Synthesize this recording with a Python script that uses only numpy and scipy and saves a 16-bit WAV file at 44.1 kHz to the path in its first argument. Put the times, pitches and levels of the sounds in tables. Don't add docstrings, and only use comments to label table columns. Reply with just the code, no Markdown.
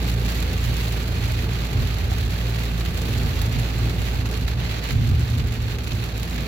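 import sys
import numpy as np
from scipy import signal
from scipy.fft import rfft, irfft, next_fast_len
from scipy.io import wavfile
from scipy.ndimage import uniform_filter1d

SR = 44100
rng = np.random.default_rng(int(sys.argv[2]) if len(sys.argv) > 2 else 0)


def volts_from_db(level):
    exponent = np.asarray(level, float) / 20
    return 10 ** exponent


def to_wav(sig):
    pcm = np.clip(np.atleast_2d(sig), -1, 1) * 32767
    pcm = np.round(pcm).astype(np.int16)
    wavfile.write(sys.argv[1], SR, pcm.T)


N = 285327
TIME = np.arange(N) / SR
SIZE = next_fast_len(N + SR // 2)
FREQ = np.arange(SIZE // 2 + 1) * SR / SIZE + 1e-3


def unit(x):
    return x / np.sqrt(np.mean(x ** 2))


def curves(table):
    s, *columns = np.transpose(table)
    return [np.interp(TIME, s, column) for column in columns]


def on_freq(table):
    hz, value = np.transpose(table)
    return np.interp(np.log(FREQ), np.log(hz), value)


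def walk(rate_hz):
    hold = int(SR / rate_hz)
    held = np.repeat(rng.standard_normal(N // hold + 1), hold)
    smooth = uniform_filter1d(uniform_filter1d(held, hold), hold)
    return unit(smooth[:N])


def swell(s, length_s):
    return np.maximum(1 - ((TIME - s) / length_s) ** 2, 0) ** 2


def resonances(modes):
    power = 0
    for hz, width_hz, db in modes:
        power = power + volts_from_db(2 * db) / (1 + (2 * (FREQ - hz) / width_hz) ** 2) ** 2
    return np.sqrt(power)


def scattered(per_s, level_db, spread_db):
    chance = rng.random((int(per_s * N / SR), 2))
    s = chance[:, 0] * TIME[-1]
    return s, level_db[(s * SR).astype(int)] + spread_db * (chance[:, 1] - .5)


# time in seconds [s], patter level [dB], spray minus
# patter [dB].
RAIN = [(0, -34.5, -9.5), (.18, -40, -9), (.27, -35, -9), (.5, -38, -10.5), (.85, -34.5, -8.5),
        (1.1, -38, -10), (1.35, -36.5, -11), (2.2, -37.5, -11), (2.8, -38.5, -10), (3.0, -38.5, -8.5),
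        (3.55, -36, -11), (4.12, -39, -10), (4.3, -40, -11.5), (4.88, -36.5, -13.5), (4.98, -40, -11.5),
        (5.8, -40.5, -12), (6.02, -38.5, -10), (6.47, -39, -11)]
# centre [s], length [s], change [dB].
GUSTS = [(0.675, .08, 0.5), (0.906, 0.032, -2.5), (1.471, 0.038, -5), (1.75, .1, -0.5), (2.08, 0.03, -4),
         (2.277, 0.041, -4), (2.414, 0.054, 2.5), (2.606, 0.058, 1.5), (2.737, 0.053, -2),
         (2.923, 0.019, -5), (3.04, 0.12, 1), (1.99, 0.093, -1), (2.845, 0.036, -2.5), (3.42, 0.028, -0.5),
         (3.486, 0.035, -4.5), (3.58, 0.016, -1.5), (3.747, .08, -0.5), (3.98, 0.1, -0.5), (4.09, 0.087, 2),
         (4.24, 0.02, -4), (4.45, 0.04, -2), (4.55, 0.037, -6), (4.704, 0.053, 1.5), (4.815, 0.032, -3),
         (5.215, 0.032, 4), (5.44, .03, -2.5), (5.72, .05, 2), (5.78, 0.021, -9), (6.184, 0.1, -2)]


def rainfall():
    patter_db, spray_db = curves(RAIN)
    for s, length_s, change_db in GUSTS:
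        patter_db = patter_db + change_db * swell(s, length_s)
    return patter_db, spray_db


def cabin(at, weight, rise_s, t60_s, left_db, right_db, lag):
    bounce_s = .0045
    energy = np.bincount(at, weight ** 2, N)
    energy = 1.1 * energy + 0.27 * np.roll(energy, int(bounce_s * SR))
    rise = np.exp(-1 / (rise_s * SR))
    decay = np.exp(-2 * np.log(1000) / (t60_s * SR))
    for pole in (rise, decay):
        energy = signal.lfilter([1 - pole], [1, -pole], energy)
    tail = np.sqrt(energy) * rng.standard_normal((2, N))
    tick = np.bincount(at, weight, N)
    direct = [volts_from_db(left_db) * tick, volts_from_db(right_db) * np.roll(tick, lag)]
    return rfft(tail + direct, SIZE)


PANELS = 6
# time in seconds [s], peak level [dB], spray minus patter [dB].
DROPS = [(0.426, -24, -13), (0.5312, -30, -19), (0.5786, -26, -17), (0.826, -32, -16), (1.3906, -34, -23),
         (1.9849, -33, -29), (2.8497, -26, -17), (2.8594, -21.5, -18), (3.2151, -37, -24),
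         (3.3334, -25, -25), (3.416, -25, -5.5), (3.706, -30, -20), (4.0173, -29, -21),
         (4.0851, -22.5, -18), (4.2567, -22, -20), (4.34, -24, -19), (4.4803, -18.5, -22),
         (4.535, -27, -28), (4.6196, -30, -21), (4.8394, -33, -19), (4.9074, -19, -18), (5.3807, -33, -11),
         (5.3957, -21.5, -28), (5.471, -28, -10), (5.7856, -23, -19), (5.8057, -30, -20),
         (5.8726, -22.5, -19), (5.9075, -27, -27), (5.9188, -20.5, -26), (6.3804, -21, -26)]


def drops(patter_db, spray_db):
    chance = rng.random((int(1500 * N / SR), 5))
    at = (chance[:, 0] * N).astype(int)
    size_db = 3.0 * np.minimum(-np.log(1 - chance[:, 1]), 3.4)
    size = volts_from_db(size_db) * np.sign(chance[:, 2] - .5)
    size = size / np.sqrt(np.sum(size ** 2) / N)
    size = size * volts_from_db(0.44 * walk(35))[at]
    patter = size * volts_from_db(patter_db[at])
    spray = patter * volts_from_db(spray_db[at]) * unit(volts_from_db(8.3 * (chance[:, 3] - .5)))
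    panel = (chance[:, 4] * PANELS).astype(int)

    s, peak_db = scattered(7, patter_db + 7.5, 7)
    lesser = np.array([s, peak_db, np.full(len(s), -30)])
    s, peak_db, bright_db = np.hstack([np.transpose(DROPS), lesser])
    at = np.concatenate([at, (s * SR).astype(int)])
    patter = np.concatenate([patter, volts_from_db(peak_db + 13.0)])
    spray = np.concatenate([spray, volts_from_db(peak_db + bright_db + 19.5)])
    panel = np.concatenate([panel, np.arange(len(s)) % PANELS])
    return at, patter, spray, panel


# time in seconds [s], peak [dB].
TICKS = [(0.2618, -28), (0.3015, -27), (0.3551, -31), (0.4256, -28), (0.5312, -28), (0.5781, -31),
         (0.6155, -30), (0.641, -25), (0.7673, -25), (0.8485, -37), (0.9218, -30), (1.3199, -28),
         (1.9849, -31), (2.1085, -31), (2.3067, -30), (2.6534, -33), (2.9447, -33), (3.182, -29),
         (3.4165, -25), (3.5975, -28), (4.018, -29), (4.3131, -29), (4.4787, -30), (4.7132, -34),
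         (4.8394, -29), (5.3807, -33), (5.5227, -29.5), (5.7852, -34), (6.179, -29), (6.2313, -25)]


def glass_ticks(patter_db):
    s, peak_db = np.hstack([np.transpose(TICKS), scattered(24, patter_db + 5.5, 10)])
    at = (s * SR).astype(int)
    return cabin(at, volts_from_db(peak_db + 19.5), .0003, 0.018, 4.0, -6.0, lag=24)


# frequency [Hz], level [dB per Hz].
LEFT = [(250, -4.5), (400, 5.5), (700, -2.5), (1000, -6.5), (1900, -8.5), (2700, -1), (3300, -8.5),
        (3800, -9.5), (5500, -12), (7300, -17.5), (9600, -27.5), (11500, -26.5), (13000, -28.5),
        (15800, -34)]
RIGHT = [(250, 15), (450, 4.5), (700, 2), (1000, -2.5), (2000, 0), (3200, -2.5), (4300, -1), (5500, -13),
         (7000, -8.5), (7600, -14), (8700, -25.5), (10500, -19.5), (12800, -17), (15800, -20)]


def rain():
    patter_db, spray_db = rainfall()
    at, patter, spray, panel = drops(patter_db, spray_db)
    treble = 1 / (1 + (7800 / FREQ) ** 8)
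    out = treble * volts_from_db(15.5) * cabin(at, spray, 0.00049, 0.033, -9.5, -9, lag=24)
    little_body = (1 + 0.69 * treble) / (1 + (4200 / FREQ) ** 2)
    out = out + glass_ticks(patter_db) * little_body
    for p in range(PANELS):
        note = 1 + 0.39 * resonances([(1500 * 1.3 ** p, 500, 0)])
        mine = panel == p
        body = cabin(at[mine], patter[mine], .0006, .036, -3.5, -4, lag=22)
        out = out + (1 - treble) * note * body
    ports = volts_from_db(np.array([on_freq(LEFT), on_freq(RIGHT)]) + 10.5)
    ports = ports / (1 + (500 / FREQ) ** 2)
    return irfft(out * ports, SIZE)[:, :N]


# time in seconds [s], peak level [dB], pitch [Hz].
KNOCKS = [
    (0.7, -25, 520),
    (0.878, -24, 660),
    (1.303, -22, 630),
    (2.117, -16.5, 780),
    (3.47, -33, 746),
    (4.134, -21, 825),
    (4.755, -30, 560),
]


def knocks():
    out = np.zeros(N)
    for s, db, hz in KNOCKS:
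        t = np.maximum(TIME - s, 0)
        out += volts_from_db(db - 1) * np.sin(2 * np.pi * hz * t) * np.exp(-np.log(1000) * t / 0.036)
    return np.array([volts_from_db(-5.5) * out, np.roll(out, 22)])


CRUISE_DB = -25
# time in seconds [s], firing tone [dB].
LOAD = [
    (0, -24),
    (.7, -25.5),
    (1.5, -26.5),
    (2.0, -26.5),
    (2.3, -26.5),
    (3.8, -25.5),
    (4.5, -27),
    (4.75, -29),
    (5.5, -33),
    (6.47, -28.5),
]


def load_db():
    return curves(LOAD)[0] - CRUISE_DB


# time in seconds [s], firing rate [Hz].
REVS = [(0, 56.55), (1.0, 56.4), (2.0, 56.35), (2.6, 56.6), (3.4, 56.8), (4.2, 56.9), (5.0, 56.75),
        (6.5, 56.75)]
ORDER_LAG = (0, 1.75, 3.1)
ORDER_DB = (0.5, -6.5, -13.5)
ORDER_SLOPE = (0.97, 0.48, 0.84)


def engine():
    turn = 2 * np.pi * np.cumsum(curves(REVS)[0]) / SR
    out = 0
    for k, lag in enumerate(ORDER_LAG):
        db = CRUISE_DB + ORDER_DB[k] + ORDER_SLOPE[k] * load_db()
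        db = db + (0.5 + 0.94 * k) * walk(5.6)
        ports = np.array([[-.15], [0]]) * (k == 0)
        wave = np.cos((k + 1) * turn + lag + ports + 0.066 * walk(2.1))
        out = out + np.sqrt(2) * volts_from_db(db) * wave
    return out * volts_from_db(np.array([[-1.0], [1.0]]))


# frequency [Hz], left-right correlation [0-1].
LIKENESS = [(40, 0.96), (130, 0.97), (290, 0.79), (640, 1), (1200, 0)]


def stereo_noise(gain):
    alike = np.clip(on_freq(LIKENESS), 0, 1)
    mid, side = rfft(rng.standard_normal((2, SIZE)))
    side = side * np.sqrt((1 - alike) / (1 + alike))
    return unit(irfft(gain * np.array([mid + side, mid - side]), SIZE)[:, :N])


def steady(x):
    power = uniform_filter1d(np.mean(x ** 2, axis=0), int(.03 * SR))
    return unit(x / (power + 0.12) ** (.75 / 2))


# frequency [Hz], width [Hz], level [dB].
SHELL = [(29, 16, -23.5), (51.6, 4.5, -4.5), (71.4, 5.4, -4.5), (83.24, 3.4, 1), (96.4, 7.6, -5)]
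UPPER = [(114.1, 14, 5.5), (133.9, 27, -6.5), (155.8, 13.6, -11.5), (240.8, 40, -16)]
# frequency [Hz], level [dB per Hz].
ROAR = [(100, -25), (175, 1), (198, -3), (243, -5), (290, -8.5), (440, -8), (552, -15.5), (855, -18),
        (1050, -27), (1170, -18.5), (1300, -27), (1690, -24), (2860, -120)]
# centre [s], length [s], low shell boom [dB], upper boom [dB].
PATCHES = [(0.15, 0.12, -43, -29), (0.41, 0.35, -33, -43), (.7, 0.079, -28, -22.5), (1.244, 0.27, -30, -30),
           (1.5, 0.34, -38, -28.5), (1.775, 0.094, -24, -20), (1.83, 0.15, -26, -22),
           (2.068, 0.11, -26.5, -29), (2.23, 0.29, -27.5, -33), (2.732, 0.083, -40, -26.5),
           (2.9, 0.16, -32, -34), (3.2, 0.29, -28, -24.5), (3.413, 0.27, -27.5, -24.5),
           (3.588, .08, -34, -19), (3.855, 0.17, -29, -22), (4.004, 0.049, -23, -19.5),
           (4.197, 0.12, -26, -24.5), (4.43, 0.082, -26.5, -21.5), (4.574, 0.12, -46, -23),
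           (4.961, 0.089, -19, -16), (5.033, 0.14, -34, -16.5), (5.127, 0.093, -17.5, -18),
           (5.214, 0.064, -21, -16.5), (5.36, 0.16, -25, -20.5), (5.46, 0.16, -25, -25),
           (5.646, 0.15, -27.5, -24.5), (5.933, 0.064, -26, -31), (6.264, 0.075, -32, -49),
           (6.422, 0.11, -37, -24.5)]


def road():
    shell, upper = volts_from_db(-35.5) ** 2, volts_from_db(-30) ** 2
    for s, length_s, shell_db, upper_db in PATCHES:
        bump = swell(s, length_s)
        shell = shell + (volts_from_db(shell_db) * bump) ** 2
        upper = upper + (volts_from_db(upper_db) * bump) ** 2
    boom = np.sqrt(shell) * steady(stereo_noise(resonances(SHELL)))
    boom = boom + np.sqrt(upper) * volts_from_db(-3.5) * steady(stereo_noise(resonances(UPPER)))
    tyre_air = stereo_noise(resonances([(239.4, 36, 0)]))
    boom = boom + np.sqrt(upper) * volts_from_db(-21) * tyre_air
    roar_db = -34.5 + 0.24 * load_db() + 1.0 * walk(14)
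    roar = volts_from_db(roar_db) * stereo_noise(volts_from_db(on_freq(ROAR)))
    return (boom + roar) * volts_from_db(np.array([[-.9], [.9]]))


# centre [s], length [s], hum [Hz], level [dB].
WIPES = [
    (.5, .4, 82.2, -29),
    (1.349, 0.45, 83.4, -31),
    (2.051, 0.5, 82.2, -31.5),
    (3.1, 0.59, 82.8, -30),
    (3.851, .4, 72.9, -35),
    (4.55, 0.42, 72.8, -32.5),
    (5.901, .5, 74.3, -33.5),
]


def wiper():
    waver = 0.5 * walk(5)
    out = np.zeros(N)
    for s, length_s, hz, db in WIPES:
        hum = np.sin(2 * np.pi * hz * (TIME - s) + waver)
        out += volts_from_db(db) * swell(s, length_s) * hum
    return np.sqrt(2) * out * volts_from_db(np.array([[-.9], [.9]]))


def scene():
    return rain() + knocks() + engine() + road() + wiper()


def low_pass(x):
    return signal.sosfilt(signal.butter(12, 16320, fs=SR, output="sos"), x)


def record(dry):
    rounded = np.tanh(1.6 * dry) / 1.6
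    top_cut = signal.ellip(12, .2, 70, 15880, fs=SR, output="sos")
    mix = signal.sosfilt(top_cut, rounded)
    return low_pass(mix)


dry = scene()
out = record(dry)
to_wav(out)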